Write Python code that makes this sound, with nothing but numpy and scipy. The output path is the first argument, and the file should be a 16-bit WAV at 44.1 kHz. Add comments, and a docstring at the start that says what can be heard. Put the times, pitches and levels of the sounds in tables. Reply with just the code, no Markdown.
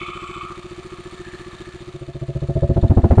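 """In a workshop a single-cylinder motorcycle idles, about 14.6 firings a second, a small microphone at the case.
First come valve-gear clatter, tappet ticks and close case ringing, with a brief thin sizzle; the ringing fades.
As the microphone moves to the exhaust outlet, the tailpipe tones and a hollow bark rise: swelling, gliding sines.
Last, at the outlet, the gas puffs hit the microphone as low swings and bursts of noise, and overload it.
Silencer-box thumps and tones, a faint room tail and a low background run throughout."""
import sys
import numpy as np
from scipy import signal
from scipy.fft import rfft, irfft
from scipy.io import wavfile
from scipy.ndimage import uniform_filter1d

SR = 44100
rng = np.random.default_rng(int(sys.argv[2]) if len(sys.argv) > 2 else 0)


def materialize(psi):
    """Save the field psi as 16-bit PCM at rate SR to the path in sys.argv[1].

    A 1-D psi becomes a single channel; in a 2-D psi each row is a channel.
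    """
    bounded = np.clip(np.atleast_2d(psi).T, -1, 1)
    quanta = np.round(bounded * 32767).astype(np.int16)
    wavfile.write(sys.argv[1], SR, quanta)


N = 141120
T = np.arange(N) / SR


def from_db(db):
    """Decibels to gain."""
    return 10 ** (np.asarray(db) / 20)


def rms_one(x):
    """Scale to unit rms."""
    return x / np.sqrt(np.mean(x ** 2) + 1e-20)


def level_curve(rows):
    """Gain over time, in straight lines between (t/s, level/dB) points."""
    return from_db(np.interp(T, *np.transpose(rows)))


def coloured_noise(spectrum):
    """Unit-rms noise coloured by (f/Hz, level/dB) points, joined on a log-frequency axis."""
    hz, db = np.transpose(spectrum)
    f = np.maximum(np.arange(N // 2 + 1) * SR / N, 1)
    gain = from_db(np.interp(np.log(f), np.log(hz), db))
    return rms_one(irfft(rfft(rng.standard_normal(N)) * gain, N))


def ring(drive, modes):
    """Damped modes (f/Hz, level/dB, t60/s) rung by one drive; unit rms."""
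    out = 0
    for hz, db, t60 in modes:
        radius = from_db(-60 / (t60 * SR))
        angle = 2 * np.pi * hz / SR
        poles = [1, -2 * radius * np.cos(angle), radius * radius]
        mode = signal.lfilter([0, 1], poles, drive + 1e-18)
        out = out + from_db(db) * rms_one(mode)
    return rms_one(out)


def resonant_noise(resonances):
    """Noise sent twice through each resonance (f/Hz, width/Hz, level/dB); unit rms."""
    out = 0
    for hz, width, db in resonances:
        radius = np.exp(-np.pi * width / SR)
        section = [1, 0, -1, 1, -2 * radius * np.cos(2 * np.pi * hz / SR), radius * radius]
        band = signal.sosfilt([section, section], rng.standard_normal(N))
        out = out + from_db(db) * rms_one(band)
    return rms_one(out)


# the moments at which the cylinder fires: t/s
FIRING_TIMES = [0.012, 0.0824, 0.1536, 0.2213, 0.2916, 0.3614, 0.4316, 0.5022, 0.5737, 0.6438, 0.7106,
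                0.7783, 0.8484, 0.9193, 0.9855, 1.0551, 1.1249, 1.1959, 1.2654, 1.3321, 1.3966, 1.4633,
                1.5311, 1.6014, 1.6707, 1.7413, 1.8064, 1.8735, 1.9421, 2.0119, 2.0788, 2.1469, 2.2147,
                2.283, 2.3514, 2.419, 2.4866, 2.5542, 2.6225, 2.6925, 2.7602, 2.8273, 2.897, 2.966, 3.0338,
                3.103, 3.173]


def bursts(rows, spread_db):
    """Envelope of bursts (delay/s, level/dB, attack/s, decay/s) in every cycle, each of its own strength."""
    out, age = np.zeros(N + SR), T[:SR // 10]
    for delay, db, attack, decay in rows:
        shape = np.minimum(age / attack, 1) * np.exp(-np.maximum(age - attack, 0) / decay)
        for s, chance in zip(FIRING_TIMES, rng.standard_normal(len(FIRING_TIMES))):
            start = max(int((s + delay) * SR), 0)
            out[start:start + len(age)] += from_db(db + spread_db * chance) * shape
    return out[:N]


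VALVE_OPEN_S = 0.01877


def kicks(strengths, width_s, shut_share):
    """Rounded pressure kicks: one as the valve opens, an opposite one as it shuts."""
    out = np.zeros(N + SR)
    for s, strength in zip(FIRING_TIMES, strengths):
        out[int(s * SR)] -= strength
        out[int((s + VALVE_OPEN_S) * SR)] += strength * shut_share
    lag = np.arange(-256, 257) / SR
    return signal.fftconvolve(out[:N], np.exp(-(lag / width_s) ** 2), "same")


# hot gas lifts each tone from flat up to its pitch: share of the pitch, time constant in s
BEND_SHARE, BEND_S = 0.21, 0.0038


def blown(strengths, tones, pitch_spread, spread_db, bend_s=BEND_S):
    """Tones that swell with each rush of gas, glide up, hold and ring out; no two firings quite alike."""
    out, age = np.zeros(N + SR), T[:SR // 5]
    glide = age - BEND_SHARE * bend_s * (1 - np.exp(-age / bend_s))
    for hz, db, swell, hold, t60 in tones:
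        shape = (1 - np.exp(-age / swell)) * from_db(-60 * np.maximum(age - hold, 0) / t60)
        shape = from_db(db) * rms_one(shape)
        chances = rng.standard_normal((len(FIRING_TIMES), 2))
        for s, strength, (detune, gain) in zip(FIRING_TIMES, strengths, chances):
            start = int(s * SR)
            pitch = hz * (1 + pitch_spread * detune)
            tone = shape * np.sin(2 * np.pi * pitch * glide)
            out[start:start + len(age)] -= strength * from_db(spread_db * gain) * tone
    return rms_one(out[:N])


# colour of the low background: f/Hz, level/dB
BACKGROUND_SPECTRUM = [(20, 2.5), (70, -8), (200, -11), (600, -3.5), (3000, -54)]
BACKGROUND_DB = -58.5


def background():
    """Steady noise, strongest in the deep bass."""
    return from_db(BACKGROUND_DB) * coloured_noise(BACKGROUND_SPECTRUM)


ROOM_T60_S, ROOM_DB = 0.35, -22


def workshop(x):
    """The room's faint, short diffuse tail: decaying noise convolved with the engine."""
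    tail = rng.standard_normal(SR // 2) * from_db(-60 * T[:SR // 2] / ROOM_T60_S)
    tail = tail / np.sqrt(np.sum(tail ** 2))
    return from_db(ROOM_DB) * signal.fftconvolve(x, tail)[:N]


# shakes of the case in each cycle: delay/s, level/dB, attack/s, decay/s
CASE_BURSTS = [(.003, -2, 0.0016, 0.0027), (.018, -4.5, 0.0017, 0.0049), (.036, -38, .003, 0.0064),
               (.048, -2.5, 0.0016, 0.02)]
CASE_STEADY_DB = -3
# low, middle and high case resonances and a thin metallic sizzle: f/Hz, width/Hz, level/dB
CASE_LOW = [(1104, 38, -6.5), (1177, 75, -1.5), (1250, 91, -4.5), (1347, 66, -10)]
CASE_MID = [(1744, 157, 0)]
CASE_HIGH = [(2230, 140, -4), (2380, 204, -2.5), (2552, 170, -4.5), (3051, 110, -6.5), (3460, 260, -9.5)]
SIZZLE = [(7640, 500, 0)]
# level of each group at the microphone: t/s, level/dB
CASE_LOW_LEVEL = [(0, -34.5), (.3, -34.5), (.525, -34.5), (.555, -45), (.8, -51.5), (0.949, -45),
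                  (1.25, -53.5), (1.45, -47.5), (1.798, -56), (2.199, -57.5), (3.2, -77.5)]
CASE_MID_LEVEL = [(0, -70), (.75, -59), (.95, -54), (1.118, -55.5), (1.28, -44), (1.5, -53.5), (1.68, -51),
                  (1.902, -62.5), (3.2, -56.5)]
CASE_HIGH_LEVEL = [(0, -31.5), (.1, -37), (.2, -40), (.43, -41.5), (.52, -51), (0.802, -52), (3.2, -67.5)]
SIZZLE_LEVEL = [(0, -74), (.14, -64), (.27, -57), (.42, -64), (0.598, -77), (3.2, -90)]


def engine_case():
    """Metal resonances shaken by the mechanism; which stand out depends on where the microphone is."""
    shake = rms_one(from_db(CASE_STEADY_DB) + bursts(CASE_BURSTS, spread_db=2.2))
    low = resonant_noise(CASE_LOW) * level_curve(CASE_LOW_LEVEL)
    middle = resonant_noise(CASE_MID) * level_curve(CASE_MID_LEVEL)
    high = resonant_noise(CASE_HIGH) * level_curve(CASE_HIGH_LEVEL)
    sizzle = resonant_noise(SIZZLE) * level_curve(SIZZLE_LEVEL)
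    return shake * (low + middle + high + sizzle)


# valve gear contacts in each cycle: delay/s, level/dB, attack/s, decay/s
CONTACTS = [(.003, -6.5, 0.0014, .005), (.0135, -8.5, 0.00089, 0.0018), (.0195, -2.5, 0.00086, 0.0024),
            (.038, -18, .002, 0.0032), (.051, -6.5, 0.0011, 0.0019), (.0555, -15.5, 0.00056, 0.0021),
            (.064, -7, 0.00052, 0.0044)]
CONTACT_SPREAD_DB, WHIRR_DB, GRAIN_DB = 2.5, -3, 2.2
# colour of the clatter: f/Hz, level/dB
CLATTER_SPECTRUM = [(300, 2), (850, 1.5), (1250, 4), (1550, -2), (2000, 0.5), (2350, -3.5), (2800, -1.5),
                    (3650, -3), (4500, -4), (5200, -13.5), (6200, -10.5), (7200, -10), (8000, -15),
                    (8900, -12), (10300, -27), (15500, -59.5)]
# level of the clatter at the microphone, followed by the tappets too: t/s, level/dB
CLATTER_LEVEL = [(0, -46.5), (.7, -47.5), (1.4, -45.5), (1.8, -47.5), (2.1, -52), (2.5, -50.5),
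                 (3.2, -49.5)]


def valve_gear():
    """Grainy contacts, noise bursts in a fixed order each cycle, over the whirr of chain and gears."""
    roughness = rms_one(uniform_filter1d(rng.standard_normal(N), size=50))
    grain = from_db(GRAIN_DB * roughness)
    envelope = from_db(WHIRR_DB) + bursts(CONTACTS, CONTACT_SPREAD_DB)
    clatter = rms_one(coloured_noise(CLATTER_SPECTRUM) * envelope * grain)
    return level_curve(CLATTER_LEVEL) * clatter


# sharp tappet ticks in each cycle: delay/s, level/dB
TICKS = [(0.014, 1.5), (0.0202, 0), (0.055, 3), (0.062, -1.5)]
# metal modes that the ticks ring: f/Hz, level/dB, t60/s
TICK_MODES = [(1293, 2.5, 0.028), (2160, -5.5, 0.013), (2653, -8, 0.038), (3010, -9.5, 0.011),
              (3658, 2, 0.028), (4240, -3, 0.024), (5830, -17, 0.036), (7240, -7.5, 0.036),
              (8880, -8, 0.03)]
# TICK_DB is relative to the clatter
TICK_DB, TICK_JITTER_S, TICK_SPREAD_DB, TICK_TOP_HZ = -7, 0.0008, 4, 9200


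def tappets():
    """Single metal ticks; each strikes every mode with a strength of its own."""
    s, db = np.transpose([(fire + delay, db) for fire in FIRING_TIMES for delay, db in TICKS])
    at = ((s + TICK_JITTER_S * rng.standard_normal(len(s))) * SR).astype(int)
    out = 0
    for mode in TICK_MODES:
        strength = from_db(db + TICK_SPREAD_DB * rng.standard_normal(len(s)))
        clicks = np.zeros(N + SR)
        clicks[at] = strength * rng.choice([-1, 1], len(s))
        strikes = np.diff(clicks[:N], prepend=0)
        out = out + from_db(mode[1]) * ring(strikes, [mode])
    out = signal.sosfilt(signal.butter(6, TICK_TOP_HZ, fs=SR, output="sos"), out)
    return from_db(TICK_DB) * level_curve(CLATTER_LEVEL) * rms_one(out)


# low modes of the silencer box, thumped by the kicks: f/Hz, level/dB, t60/s
BOX_MODES = [(34, -16.5, 0.029), (73.4, 2.5, 0.42), (136, -4.5, 0.023), (193, 18.5, 0.023),
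             (234, -6, 0.054)]
# THUMP_DB is relative to the box tones
KICK_WIDTH_S, BOX_SHUT_SHARE, THUMP_DB = 0.0012, 0.88, -3.5
# tones blown by the gas in box and tailpipe, and the pipe's hollow bark: f/Hz, level/dB, swell/s, hold/s, t60/s
BOX_TONES = [(359, 2.5, 0.0057, 0.014, 0.044), (361.2, -4, 0.0044, 0.085, 0.067),
             (75.5, -14, 0.014, 0.05, .15), (567, -21.5, .005, 0.029, 0.028), (697, -19, .005, 0.04, 0.13)]
PIPE_TONES = [(66.3, -9, 0.011, .02, 0.1), (137.8, 2, 0.0024, 0.012, 0.1), (253.5, -16, 0.0013, .012, 0.02),
              (358.7, -10, 0.0016, 0.019, 0.091), (407.5, -16, 0.0022, 0.019, 0.03)]
BARK_TONES = [(514, -8, 0.0014, 0.0054, 0.023), (571.4, -0.5, 0.0015, .016, 0.092),
              (673, -1, 0.0032, 0.023, 0.1)]
BARK_BEND_S = 0.0062  # the bark glides for longer
# levels of box, tailpipe and bark at the microphone: t/s, level/dB
BOX_LEVEL = [(0, -38), (1.8, -39.5), (2.4, -45.5), (3.2, -24)]
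PIPE_LEVEL = [(0, -53.5), (1.62, -51.5), (1.83, -46.5), (1.96, -37.5), (2.1, -33), (2.37, -24.5),
              (2.51, -21), (2.65, -16), (2.8, -17), (3.2, -31)]
BARK_LEVEL = [(0, -64), (1.78, -65), (1.95, -48.5), (2.1, -45.5), (2.36, -38), (2.44, -39), (2.51, -32.5),
              (2.65, -27.5), (2.8, -27.5), (3.2, -29.5)]


def exhaust(strengths):
    """The firings thump the silencer box and blow its tones and those of the tailpipe."""
    valve_kicks = kicks(strengths, KICK_WIDTH_S, BOX_SHUT_SHARE)
    thump = from_db(THUMP_DB) * ring(valve_kicks, BOX_MODES)
    box = blown(strengths, BOX_TONES, pitch_spread=0.0093, spread_db=1.1)
    pipe = blown(strengths, PIPE_TONES, pitch_spread=0.0074, spread_db=1.05)
    bark = blown(strengths, BARK_TONES, pitch_spread=0.011, spread_db=2.2, bend_s=BARK_BEND_S)
    box_sound = level_curve(BOX_LEVEL) * (thump + box)
    return box_sound + level_curve(PIPE_LEVEL) * pipe + level_curve(BARK_LEVEL) * bark


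# swings of the push on the microphone: f/Hz, level/dB, swell/s, hold/s, t60/s
PUFF_SWINGS = [(60.7, -4.5, 0.0039, 0.02, 0.05), (96.1, 2.5, .006, 0.024, 0.029),
               (224, -12, .006, 0.024, 0.12)]
# colour of the turbulence in each puff: f/Hz, level/dB
GUST_SPECTRUM = [(25, -27.5), (100, -4.5), (250, 1), (420, -14), (750, -13.5), (1200, -28.5), (2000, -42),
                 (4000, -58), (9000, -65.5), (16000, -61.5)]
# its burst in each cycle: delay/s, level/dB, attack/s, decay/s
GUST_BURST = [(.002, 0, 0.0083, 0.013)]
# levels of push and turbulence at the microphone: t/s, level/dB
PUFF_LEVEL = [(0, -70), (2.2, -46), (2.5, -30), (2.64, -19.5), (2.79, -16), (2.83, -10.5), (2.98, -7),
              (3.05, -11.5), (3.2, -5.5)]
GUST_LEVEL = [(0, -90), (2.25, -52), (2.48, -35.5), (2.66, -38), (2.77, -24), (2.84, -23.5), (2.91, -16.5),
              (3.05, -16), (3.12, -11), (3.2, -8.5)]


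def puffs(strengths):
    """Each slug of gas pushes on the microphone and breaks into turbulence."""
    push = blown(strengths, PUFF_SWINGS, pitch_spread=0.1, spread_db=0.6)
    gust = rms_one(coloured_noise(GUST_SPECTRUM) * bursts(GUST_BURST, spread_db=0.1))
    return level_curve(PUFF_LEVEL) * push + level_curve(GUST_LEVEL) * gust


FIRING_SPREAD_DB = 0.24


def scene():
    """The engine in its workshop, the low background, and the puffs straight on the microphone."""
    strengths = from_db(FIRING_SPREAD_DB * rng.standard_normal(len(FIRING_TIMES)))
    engine = engine_case() + valve_gear() + tappets() + exhaust(strengths)
    mix = background() + workshop(engine) + engine + puffs(strengths)
    return mix[None]  # one channel


# OVERLOAD is the full-scale share at which the microphone saturates
OVERLOAD, COUPLING_HZ, CUTOFF_HZ = 0.66, 15, 15700


def record(dry):
    """The microphone overloads softly; the deepest bass and the top are cut."""
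    clipped = OVERLOAD * np.tanh(dry / OVERLOAD)
    bass_cut = signal.butter(1, COUPLING_HZ, "high", fs=SR, output="sos")
    top_cut = signal.cheby2(12, 70, CUTOFF_HZ, fs=SR, output="sos")  # 70 dB down from the cutoff up
    return signal.sosfilt(top_cut, signal.sosfilt(bass_cut, clipped))


dry = scene()
out = record(dry)
materialize(out)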